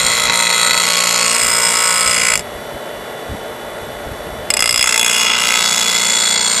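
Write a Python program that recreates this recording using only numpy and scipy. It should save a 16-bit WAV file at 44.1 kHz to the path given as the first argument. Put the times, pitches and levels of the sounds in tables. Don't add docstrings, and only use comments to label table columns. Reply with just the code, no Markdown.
import sys
import numpy as np
from scipy import signal
from scipy.fft import rfft, irfft
from scipy.io import wavfile
from scipy.ndimage import uniform_filter1d

SR = 44100
rng = np.random.default_rng(int(sys.argv[2]) if len(sys.argv) > 2 else 0)


def boost_factor(decibels):
    exponent = np.asarray(decibels, float) / 20
    return 10 ** exponent


def waveform_to_disk(signal):
    frames = np.transpose(np.atleast_2d(signal))
    scaled = np.clip(frames, -1, 1) * 32767
    samples = np.round(scaled).astype(np.int16)
    wavfile.write(sys.argv[1], SR, samples)


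N = 291060
TIME = np.arange(N) / SR
TURNS_PER_S = 58.6

# (time [s], trail [turns])
TRAIL = [(0, -.14), (.35, -.08), (.65, 0), (1, .02), (2, .02), (2.35, 0), (2.55, -.08), (4.6, -2.0),
         (4.83, -2.14), (5, -2.26), (5.3, -2.35), (5.6, -2.36), (6, -2.27), (6.6, -2.13)]
# (start [s], end [s], level [dB])
PASSES = [
    (0, 2.345, -14.5),
    (4.6, 6.6, -13.5),
]
# (time [s], peak [dB])
BOUNCES = [
    (.2972, -4),
    (2.355, 5),
    (2.3755, -1),
    (2.3935, -5),
    (2.408, -14),
]
# (start [s], length [s])
GRIP_SHIFTS = [
    (0.626, 0.39),
    (1.15, 0.32),
    (2.055, 0.15),
    (3, .1),
    (4.808, 0.037),
    (5.057, 0.71),
    (5.598, 1),
]
# (frequency [Hz], width [Hz], level in each of four grips [dB] x 4)
BLADE_FIRST = [(935, 64, -0.5, -3, -6, -23), (1110, 34, -5, -5, -5.5, -26), (1298, 67, -2, 0, -3.5, -2.5),
               (1435, 76, -5, -9.5, -9.5, -26), (2043, 170, 2.5, -4, -4.5, -0.5),
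               (2253, 90, -10, -6.5, -2.5, 0.5), (2525, 170, -3, -3.5, -14, -7),
               (2840, 54, -18, -1.5, -3, -2), (3195, 105, -6, -6, -28, -15), (3361, 79, -2, -2, -5, -5.5),
               (3910, 130, 0, -13, -15, -24), (4423, 13, 9, 10, 0, -11), (5076, 160, -16, -4, -3.5, -6),
               (5700, 36, -6, -4, -27, -25),
               (6325, 260, -6.5, -9.5, -16, -9.5), (6930, 34, -10, -3, -15, -7),
              (7130, 430, -3, -5, -9.5, -12), (7500, 520, -33, -23, -6.5, -3.5),
              (8170, 430, -13, -5.5, -5, -27), (8720, 320, -10.5, -23, -21, -13),
              (9950, 280, -10.5, -13, -9, -9.5), (10720, 440, -34, -26, -17.5, -12.5),
              (11280, 150, -13.5, -11, -22, -29), (12760, 180, -17, -60, -34, -32),
              (13500, 150, -34, -25, -18, -27), (14500, 260, -20, -29, -21, -25),
              (8300, 36, 0, -16, -9, -14), (4096, 320, -1.5, -7.5, -18, -30)]
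# (frequency [Hz], width [Hz], level in each of four grips [dB] x 4)
BLADE_SECOND = [(893.6, 22.5, -30, -3.5, -6.5, -7), (1302, 40, -8, -7.5, -4.5, -5),
                (2100, 145, -3, -4, -2.5, -1), (2466, 31, -3, -2, -5.5, -15), (2705, 130, -8, -7, -7.5, -15),
                (2817, 50, -0.5, 1, -4.5, -25), (3100, 60, -25, -21, -24, -26),
                (3376, 107, -5.5, -4.5, -5, -2), (3880, 260, -20, -26, -6.5, -4.5),
                (4330, 93, -15, -27, -15, 1), (4490, 70, -18, -20, -2, -5), (5080, 134, 0.5, -7, -5, -6),
                (6000, 54, -26, -24, -23, -6), (6520, 50, -23, -5, -5, -12),
                (6950, 130, -13, -21, -0.5, -2), (7200, 140, -14, -10, -16, 2),
               (7840, 370, -3.5, -6.5, -6.5, -27), (8640, 30, -16, -9, -13, -3),
               (8332, 110, -12.5, -14, -23, -1.5), (8960, 50, -17, -13, -32, -10),
               (9490, 54, -23, -29, -30, -53), (9980, 220, -16, -13, -12.5, -28),
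               (11280, 51, -20, -19, -34, -34), (10880, 390, -11, -18, -23, -36),
               (11940, 160, -31, -26, -20, -35), (13200, 90, -32, -32, -35, -34),
               (13400, 60, -31, -43, -38, -39), (7000, 1040, -11.5, -13.5, -8, -8.5)]
# (frequency [Hz], level [dB])
BETWEEN_MODES = [(300, -26.5), (700, -20.5), (1500, -13), (3000, -16), (4200, -20.5), (5500, -14),
                 (7500, -31), (9300, -25), (12000, -28), (15300, -39)]
VALLEY_HZ = 5500
VALLEY_DB = [1, 0, -2.5, -3, -1, 1, 2, -0.5]
# (frequency [Hz], width [Hz], level change in each grip [dB] x 4)
GAPS = [
    [(1570, 270, 0, -2.5, 0.5, 1), (4760, 270, -9, -3, -2, -1), (5270, 170, -4, -6, -5, -5),
     (6060, 340, -13, -3, -4, -4), (7700, 690, -7, -7, -0.5, -0.5), (8880, 170, -11, -4, 1, 2)],
    [(1824, 154, -8, -10, -18, -6), (2860, 210, -6.5, -11, -5, -3), (4740, 270, -3, -7, -8, 5),
     (5970, 230, -12, -13, -1, 0.5), (6900, 160, -5, -1, -9, 2), (7480, 160, -5, -8, -12, -1)],
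]
# (frequency [Hz], likeness [0-1])
GRIT_REPEAT = [(500, 0.83), (1500, 0.84), (3000, .85), (6000, 0.93), (12000, 0.84)]
# (time [s], landing ahead of the high spot [turns],
# bounce every other turn [dB], ridge kicks over the landing blow [dB], rubbing relative to the blow [dB])
LANDING = [
    [(0, 0.45, .5, 9, -9), (.42, 0.45, .5, 5, -11), (.47, 0.5, .5, 0, -11), (.62, 0.45, .5, 8, -9),
     (.8, 0.45, .5, 6, -9), (1.35, 0.37, 1, 2.5, -12), (1.9, 0.36, .8, 0, -13), (2.15, 0.35, 1.5, 0, -11),
     (2.345, 0.23, 0.5, 8, -9)],
    [(4.6, 0.036, 6, 17, -7), (4.82, 0.041, 11.5, 15, -7), (4.87, 0.18, 5, -4, -7), (4.96, 0.14, 1, 6, -7),
     (5.02, 0.043, 3.5, 15, -7), (5.15, 0.36, 1, 1, -9), (5.5, 0.39, 0.5, 3, -9), (6.1, 0.4, .5, -3, -6),
     (6.6, 0.4, 1, 2, -7)],
]
# (time [s], peak [dB])
UNEVEN_LANDINGS = [(0.0645, 9), (0.074, 1), (0.0926, -4), (0.1115, 1), (0.1267, 4.3), (0.1437, -4),
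                   (0.1688, 9), (0.1774, 8), (0.1976, 8), (0.2175, -2), (0.233, -0.2), (0.252, 0),
                   (0.2637, 0.2), (0.2804, 5), (0.2974, 7), (0.3163, -8), (0.333, 4), (0.35, 1.4),
                   (0.3665, -7), (0.3852, -3), (0.401, 7), (0.4234, 7), (0.435, 8.7), (0.452, 9.5),
                   (0.469, 9), (0.4911, -1.8), (0.502, 8), (0.526, 1), (0.5368, 4), (0.5534, 2),
                   (0.5705, -2), (0.589, 1.4), (0.6062, -1.6), (0.6237, -3), (0.6395, -3), (0.6614, -2.3),
                   (0.6737, 7), (0.6946, 6), (0.7088, 12), (0.731, 5), (0.7434, 7.5), (0.7622, 1.0),
                   (0.7764, 11), (0.7993, 8), (0.8114, 3), (0.8307, 4), (0.8428, 3.8), (0.8655, 5.6),
                   (0.8786, 6), (0.8998, 7), (0.9137, 3), (0.9331, 5.5), (0.9474, 6), (0.968, 7),
                   (0.9813, 6), (1.003, 6), (1.0173, 1), (1.037, 6.4), (1.051, 0), (1.0708, 6)]
# (place after the high spot [turns], level [dB])
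RIDGES = [(-.23, -17.5), (-.11, -11), (-.01, 2), (0.098, -19.5), (0.2, -17), (0.309, -11.5)]
# (time [s], length [s], level [dB], dullness [0-1], share of landing lead lost [0-1])
LAPSES = [
    (0.298, 0.051, -2, 0.43, .01),
    (1.377, 0.015, -1, 0.04, 0.012),
    (2.039, 0.011, -8, 0.2, .01),
    (4.84, 0.012, -12, 0, .01),
    (5.33, 0.15, -1.5, 0.4, 0.013),
    (6.383, 0.069, 0, 0.4, 0.45),
]
# (time [s], level [dB])
SETTLING = [
    (4.6, -14),
    (4.8, -5.5),
    (5.03, -3.5),
    (5.1, -1.5),
    (5.2, -1.5),
]
# (time [s], share [0-1])
STEADY_LOW = [(0, 0.6), (.6, 0.14), (1.3, 0.27), (1.9, 0.9), (2.35, 0.51), (4.6, 0.04), (5.1, 0.2),
              (5.6, 0), (6.6, 0.26)]
# (frequency [Hz], level [dB])
LOADED_FIRST = [(59.2, -51.0), (177.6, -38), (236.9, -40), (409.1, -43.5), (468.3, -36.0), (527.6, -36.5),
                (586.8, -36), (646.0, -38.0), (705.2, -48), (877.5, -41.0), (936.7, -35.5), (1055, -37.0),
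                (1114, -39.5), (1287, -32), (1346, -40.0), (1464, -32.0)]
# (frequency [Hz], level [dB])
LOADED_SECOND = [(59.2, -54.5), (177.6, -41.0), (209.9, -41), (236.9, -43.5), (468.3, -40.0), (877.5, -38),
                 (936.7, -38), (995.9, -37)]
# (frequency [Hz], level [dB])
MOTOR_LINES = [(236.9, -44.0), (296.1, -61.0), (355.3, -44.5), (419.9, -42), (446.8, -41.0), (479.1, -94),
               (597.5, -39.0), (893.6, -46.5), (1098, -45), (1432, -77.0), (1965, -45.0), (2799, -52.5),
               (2977, -47.5), (3036, -51), (3456, -43.5), (3811, -82), (3871, -51.5), (4107, -57),
               (4587, -54.5), (5776, -56), (7682, -69), (7741, -58), (8457, -55), (10422, -59),
               (11316, -78), (11375, -70), (11434, -51), (12387, -74)]
# (frequency [Hz], width [Hz], level [dB])
HOUSING = [(1425, 30, 15.5), (2031, 10, 7.5), (2800, 20, 5), (3030, 15, 10), (3550, 51, -11),
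           (3694, 110, -10), (4590, 16, -32), (5600, 250, -22), (6370, 70, -20), (7850, 64, -30),
           (8180, 22, 1), (10400, 47, -9), (11500, 63, -20), (12400, 38, -18)]
# (frequency [Hz], level per Hz [dB])
FAN = [(59, -60), (100, -6.5), (307, -5.5), (593, 5), (1220, -8.5), (1380, -7.5), (1980, -7.5), (2560, -16),
       (3440, -18), (5040, -25), (9120, -25), (11800, -25), (15800, -38)]
FAN_DB = -25
# (frequency [Hz], width [Hz], level per Hz on the scale of FAN [dB])
GUARD = [(1340, 120, -7), (3520, 160, -12.5), (3820, 150, -32), (5570, 200, -21), (6360, 100, -20),
         (7570, 150, -19.5), (8500, 150, -35), (10350, 200, -18), (11500, 130, -14.5), (12400, 150, -28)]
CALM_DB = -53.5
# (time [s], length [s], peak [dB])
GUSTS = [(0.06, 0.18, -35.5), (0.282, 0.17, -37.5), (0.598, 0.21, -42), (1.47, 0.098, -35),
         (1.97, 0.055, -42), (2.085, 0.063, -34), (2.21, 0.1, -37), (2.388, 0.14, -34.5),
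         (2.562, 0.19, -43), (2.747, 0.062, -36), (2.98, 0.14, -44), (3.34, 0.078, -28.5),
         (3.62, 0.42, -49), (3.886, 0.17, -42), (4.098, 0.18, -35), (4.32, 0.26, -36.5), (4.62, 0.52, -40)]
# (frequency [Hz], level [dB])
WIND_COLOUR = [(15, -47), (45, -3.5), (80, -8.5), (140, -9.5), (300, -13), (700, -76)]
# (time [s], peak [dB], frequency [Hz])
BUFFETS = [
    (2.545, -28, 62),
    (2.585, -45, 70),
    (3.288, -21.5, 81),
    (3.316, -23, 101),
    (3.336, -22, 155),
    (4.055, -22, 60),
    (4.11, -22, 111),
]
# (start [s], end [s], frequency [Hz], level [dB], ring [ms])
SQUEALS = [(0.052, .72, 4500, -36, 8), (.6, 1.49, 4446, -24.5, 11), (0, 0.97, 5700, -42, 4),
           (0, 0.79, 5240, -38, 4), (.05, 1.95, 3338, -31, 10), (1.25, 2.4, 8290, -28.5, 10),
           (1.303, 2.16, 5090, -29, 1.5), (1.903, 2.4, 5023, -25.5, 2), (2.0, 2.7, 4450, -35, 5.7),
           (4.5, 4.88, 5030, -24, 5.6), (4.62, 4.7, 8420, -32, 8.7), (4.84, 5.5, 6520, -31, 9.2),
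           (5.001, 5.36, 3377, -25, 14), (5.504, 6.6, 3408, -23.5, 6.3), (5.1, 5.5, 2845, -23, 5),
           (5.503, 7.8, 4436, -30, 6.8), (5.702, 5.2, 5100, -28, 4.5), (6.2, 6.7, 8430, -29, 4.9)]
# (time [s], peak [dB], contact [ms])
CHATTER = [(4.5031, 6.5, 2), (4.5383, 6, 1.5), (4.5675, -1, 1.6), (4.57, 4.5, 1.6), (4.5924, 5.5, 1.1),
           (4.605, 8, 1.05), (4.6236, 8, 1.1), (4.6413, 4, 1), (4.658, 0, 2.2), (4.6758, 1, 1.5),
           (4.6925, 5, 1.3), (4.7092, 5, 1.2), (4.7267, 2.5, 1.04), (4.7426, 1, 1.9), (4.76, 2.5, 1.2),
           (4.778, 1, 1.6), (4.7935, 3, 0.99), (4.812, 2, 0.98), (4.8263, 5.5, 1.1), (4.8417, 5, 1),
           (4.858, -2, 1.2), (4.8725, 1, 1.5), (4.891, 1, 1.8), (4.907, -14, 0.9), (4.924, 2, 1.3),
           (4.9422, -2.5, 1.4), (4.9584, -3.5, 1.9), (4.977, 1.5, 1.2), (4.9945, 1, 1.3), (5.013, -5, 0.91),
           (5.029, -4, 1.38), (5.0447, -9, 1.1), (5.0612, -2.5, 1), (5.079, -9, 1)]


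def evened(x):
    return x / np.sqrt(np.mean(x ** 2) + 1e-20)


def read(points, hz):
    f, value = np.transpose(points)
    return np.interp(np.log(hz + 1), np.log(f + 1), value)


def follow(rows, t=TIME):
    s, *columns = np.transpose(rows)
    return [np.interp(t, s, column) for column in columns]


def bump(s, length, t=TIME):
    return np.exp(-(2 * (t - s) / length) ** 2)


def colour(x, modes, between, gaps=()):
    hz = np.fft.rfftfreq(8192, 1 / SR)
    power = boost_factor(read(between, hz)) ** 2
    for f, width, db in modes:
        power = power + boost_factor(db) ** 2 / (1 + (2 * (hz - f) / width) ** 2) ** 1.6
    for f, width, db in gaps:
        power = power * boost_factor(2 * db * np.exp(-(2 * (hz - f) / width) ** 2))
    cepstrum = irfft(np.log(power) / 2)
    cepstrum[1:4096] *= 2
    cepstrum[4097:] = 0
    ring = irfft(np.exp(rfft(cepstrum)))
    return signal.oaconvolve(x, ring / np.linalg.norm(ring))[:N]


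def wheel_angle():
    trail = uniform_filter1d(follow(TRAIL)[0], size=4000, mode="nearest")
    return TURNS_PER_S * TIME - trail


def surface(angle, repeat, fresh):
    turns, orders = int(angle[-1]) + 3, np.arange(340)
    likeness = np.clip(read(repeat, orders * TURNS_PER_S), .05, .999)
    slip = np.sqrt(-2 * np.log(likeness))
    creep = evened(uniform_filter1d(rng.standard_normal((turns, len(orders))), size=8, axis=1))
    phase = 2 * np.pi * rng.random(len(orders)) + np.cumsum(slip * creep, axis=0)
    track = irfft(np.exp(1j * phase) * (orders > 0), n=4096, axis=1).ravel()
    worn = np.interp((angle + 1) * 4096, np.arange(len(track)), track)
    return evened(evened(worn) + fresh * rng.standard_normal(N))


def blows(s, size, decay_s):
    train = np.bincount(np.clip(np.round(s * SR).astype(int), 0, N - 1), size, N)
    dying = signal.lfilter([1], [1, -np.exp(-1 / (decay_s * SR))], train)
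    rise = np.exp(-1 / (0.00054 * SR))
    return signal.lfilter([1 - rise], [1, -rise], dying)


def lapse(column, t=TIME):
    return sum(row[column] * bump(*row[:2], t) for row in LAPSES)


def contact_force(angle):
    turn = np.arange(int(angle[-1]) + 2)
    spot_s = np.interp(turn, angle, TIME)
    lead, bounce_db, ridge_db, rub_db = follow(LANDING[0] + LANDING[1], spot_s)
    luck = rng.standard_normal((len(turn), 3 + len(RIDGES)))

    bounce = (-1.) ** turn + 0.31 * luck[:, 0]
    lead = lead * (1 - lapse(t=spot_s, column=4))
    lead = lead * (1 + .035 * bounce_db * bounce + .05 * luck[:, 1])
    land_s = spot_s - lead / TURNS_PER_S
    land_db = bounce_db * bounce + 0.3 * luck[:, 2]
    touch_s = land_s.copy()

    uneven_s, uneven_db = np.transpose(UNEVEN_LANDINGS)
    which = np.searchsorted(spot_s, uneven_s)
    land_s[which] = uneven_s - .0004
    land_db[which] = 1.25 * uneven_db - 1
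    touch_s = np.where(spot_s < .6, np.minimum(touch_s, land_s), land_s)
    lead = (spot_s - touch_s) * TURNS_PER_S

    force = blows(land_s, boost_factor(land_db), 0.0011)
    rub = boost_factor(rub_db + 0.69 * luck[:, 1])
    force += np.abs(blows(touch_s, rub, 1e3) - blows(spot_s + .002, rub, 1e3))
    force += blows(spot_s + 0.0012, 0.22 * rub, 0.0064)
    for (place, db), chance in zip(RIDGES, luck[:, 3:].T):
        drift = evened(uniform_filter1d(chance, size=20))
        kick_db = db + ridge_db + 1.5 * drift + .5 * chance - .2 * bounce_db * bounce
        size = boost_factor(kick_db) * (place > -lead)
        force += blows(spot_s + place / TURNS_PER_S, size, 0.00064)
    return force


def pressure():
    held = sum(boost_factor(db) * (TIME >= a) * (TIME <= b) for a, b, db in PASSES)
    return boost_factor(lapse(column=2)) * uniform_filter1d(held, size=150, mode="nearest")


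def blade(angle):
    grit = surface(angle, GRIT_REPEAT, np.interp(TIME, [2.4, 4.5], [.4, .55]))
    force = contact_force(angle)
    force = force / np.sqrt(uniform_filter1d(force ** 2, size=3000)) * pressure()
    force = force * np.where(TIME > 3, boost_factor(follow(SETTLING)[0]), 1)
    steady = np.sqrt(abs(uniform_filter1d(force ** 2, size=800)))
    s, peak_db = np.transpose(BOUNCES)
    force = force + blows(s, boost_factor(peak_db), .001)
    strikes = chatter()

    knocks = np.diff(force + 0.64 * strikes, n=2, prepend=[0, 0])
    poles = signal.butter(8, 5000, fs=SR)[1]
    knocks = signal.lfilter(poles[::-1], poles, knocks * (TIME > 0))
    force = force + 0.85 * strikes
    drive = grit * force + 70 * knocks

    calm = np.clip(follow(STEADY_LOW)[0], 0, 1) * (grit * steady - drive)
    drive = drive + signal.filtfilt(*signal.butter(N=3, Wn=4200, fs=SR), calm)
    dull = np.clip(0.034 + lapse(column=3), 0, 1)
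    muffled = signal.lfilter(*signal.butter(2, 6500, fs=SR), drive)
    drive = (1 - dull) * drive + dull * 2.0 * muffled

    grip = sum(np.clip((TIME - start) / length, 0, 1) for start, length in GRIP_SHIFTS)
    passes = (BLADE_FIRST, BLADE_SECOND)
    out = np.zeros(N)
    for k in range(8):
        column = 2 + k % 4
        modes = [(m[0], m[1], m[column]) for m in passes[k // 4]]
        gaps = [(g[0], g[1], g[column]) for g in GAPS[k // 4]]
        base = [(hz, db + VALLEY_DB[k] * (hz == VALLEY_HZ)) for hz, db in BETWEEN_MODES]
        share = np.sin(np.pi / 2 * np.clip(1 - abs(grip - k), 0, 1)) ** 1.93
        out += colour(drive * share, modes, base, gaps)
    return boost_factor(-0.88) * out + squeal(force)


def load():
    return uniform_filter1d((pressure() > 1e-6) * 1., size=2000, mode="nearest")


def orders_hum(angle, lines, turns_per_s, waver):
    out = np.zeros(len(angle))
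    for hz, db in lines:
        steps = rng.standard_normal((N // 1000 + 2, 2)) @ [1, 1j]
        steps = uniform_filter1d(steps.real, size=3) + 1j * uniform_filter1d(steps.imag, size=3)
        swing = 1 + waver * np.interp(np.arange(len(angle)) / 1000, np.arange(len(steps)), steps)
        order = round(2 * hz / turns_per_s) / 2
        tone = np.exp(2j * np.pi * (order * angle + rng.random()))
        out += boost_factor(db + 1.5) * (swing * tone).real
    return out


def stand(angle):
    half = 3 * SR
    first = orders_hum(angle[:half], LOADED_FIRST, 58.57, .45)
    second = orders_hum(angle[half:], LOADED_SECOND, 58.5, .4)
    second = second * np.clip((TIME[half:] - 4.7) / .5, 0, 1)
    return load() * np.concatenate([first, second])


def motor(angle):
    throb = 1 + 0.078 * np.cos(2 * np.pi * angle)
    fan = boost_factor(FAN_DB - 3.5) * colour(rng.standard_normal(N) * throb, GUARD, FAN)
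    base = [(300, -6), (1500, -18.0), (4000, -7.5), (8000, -32.0), (12500, -21), (14000, -50)]  # Hz, dB
    bearing = surface(angle, [(500, 0.936), (12000, 0.912)], 0.32)
    whirr = boost_factor(-45.5) * colour(bearing * throb, HOUSING, base)
    return fan + whirr + orders_hum(angle, MOTOR_LINES, 59.55, .2)


def wind():
    lumps = boost_factor(2.6 * evened(uniform_filter1d(rng.standard_normal(N), size=1200)))
    gusts = boost_factor(CALM_DB) + sum(boost_factor(db) * bump(s, length) for s, length, db in GUSTS)
    out = gusts * evened(lumps * colour(rng.standard_normal(N), [], WIND_COLOUR))
    for s, db, hz in BUFFETS:
        cycles = np.clip((TIME - s) * hz, 0, 2)
        out -= boost_factor(db) * np.sin(2 * np.pi * cycles) * np.sin(np.pi * cycles / 2) ** 1.5
    return out


def bench(x):
    t = np.arange(3000) / SR
    taps = rng.standard_normal(len(t)) * boost_factor(-60 * t / 0.05) * (t > .002)
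    return x + boost_factor(-10.5) * signal.oaconvolve(x, taps / np.linalg.norm(taps))[:N]


def squeal(force):
    out = np.zeros(N)
    for start, end, hz, db, ring_ms in SQUEALS:
        keep = np.exp(-1000 / (max(ring_ms, .5) * SR))
        part = slice(max(round((start - .04) * SR), 0), min(round((end + .04) * SR), N))
        t = TIME[part]
        wander = 7 * evened(uniform_filter1d(rng.standard_normal(N // 100 + 2), size=8))
        pitch = hz + np.interp(t * SR / 100, np.arange(len(wander)), wander)
        tone = np.sin(2 * np.pi * np.cumsum(pitch) / SR)
        fade_in, fade_out = (t - start + .04) / .08, (end + .04 - t) / (.3 * (end - start))
        edges = np.clip(np.minimum(fade_in, fade_out), 0, 1)
        swell = evened(signal.lfilter([1], [1, -keep], force[part]))
        out[part] += boost_factor(db) * edges * np.sqrt(2) * swell * tone
    return out


def chatter():
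    out, ms = np.zeros(N), np.arange(600) * 1000 / SR
    for s, db, contact_ms in CHATTER:
        at = round(s * SR)
        strike = (1 - np.exp(-ms / 0.52)) * np.exp(-ms / max(contact_ms, .3))
        out[at:at + len(ms)] += boost_factor(db - 1.5) * strike
    return out


def scene():
    angle = wheel_angle()
    ducked = boost_factor(-4 * load())
    return (bench(blade(angle)) + stand(angle) + ducked * motor(angle) + wind())[None]


def roll_off(x):
    return signal.sosfilt(signal.butter(12, 15980, fs=SR, output="sos"), x)


def record(dry):
    clipped = np.clip(dry, -.99, .99)
    low_pass = signal.firwin(301, 15500, window=("kaiser", 5), fs=SR)
    mix = signal.oaconvolve(clipped, low_pass[None], "same")
    return roll_off(mix)


dry = scene()
out = record(dry)
waveform_to_disk(out)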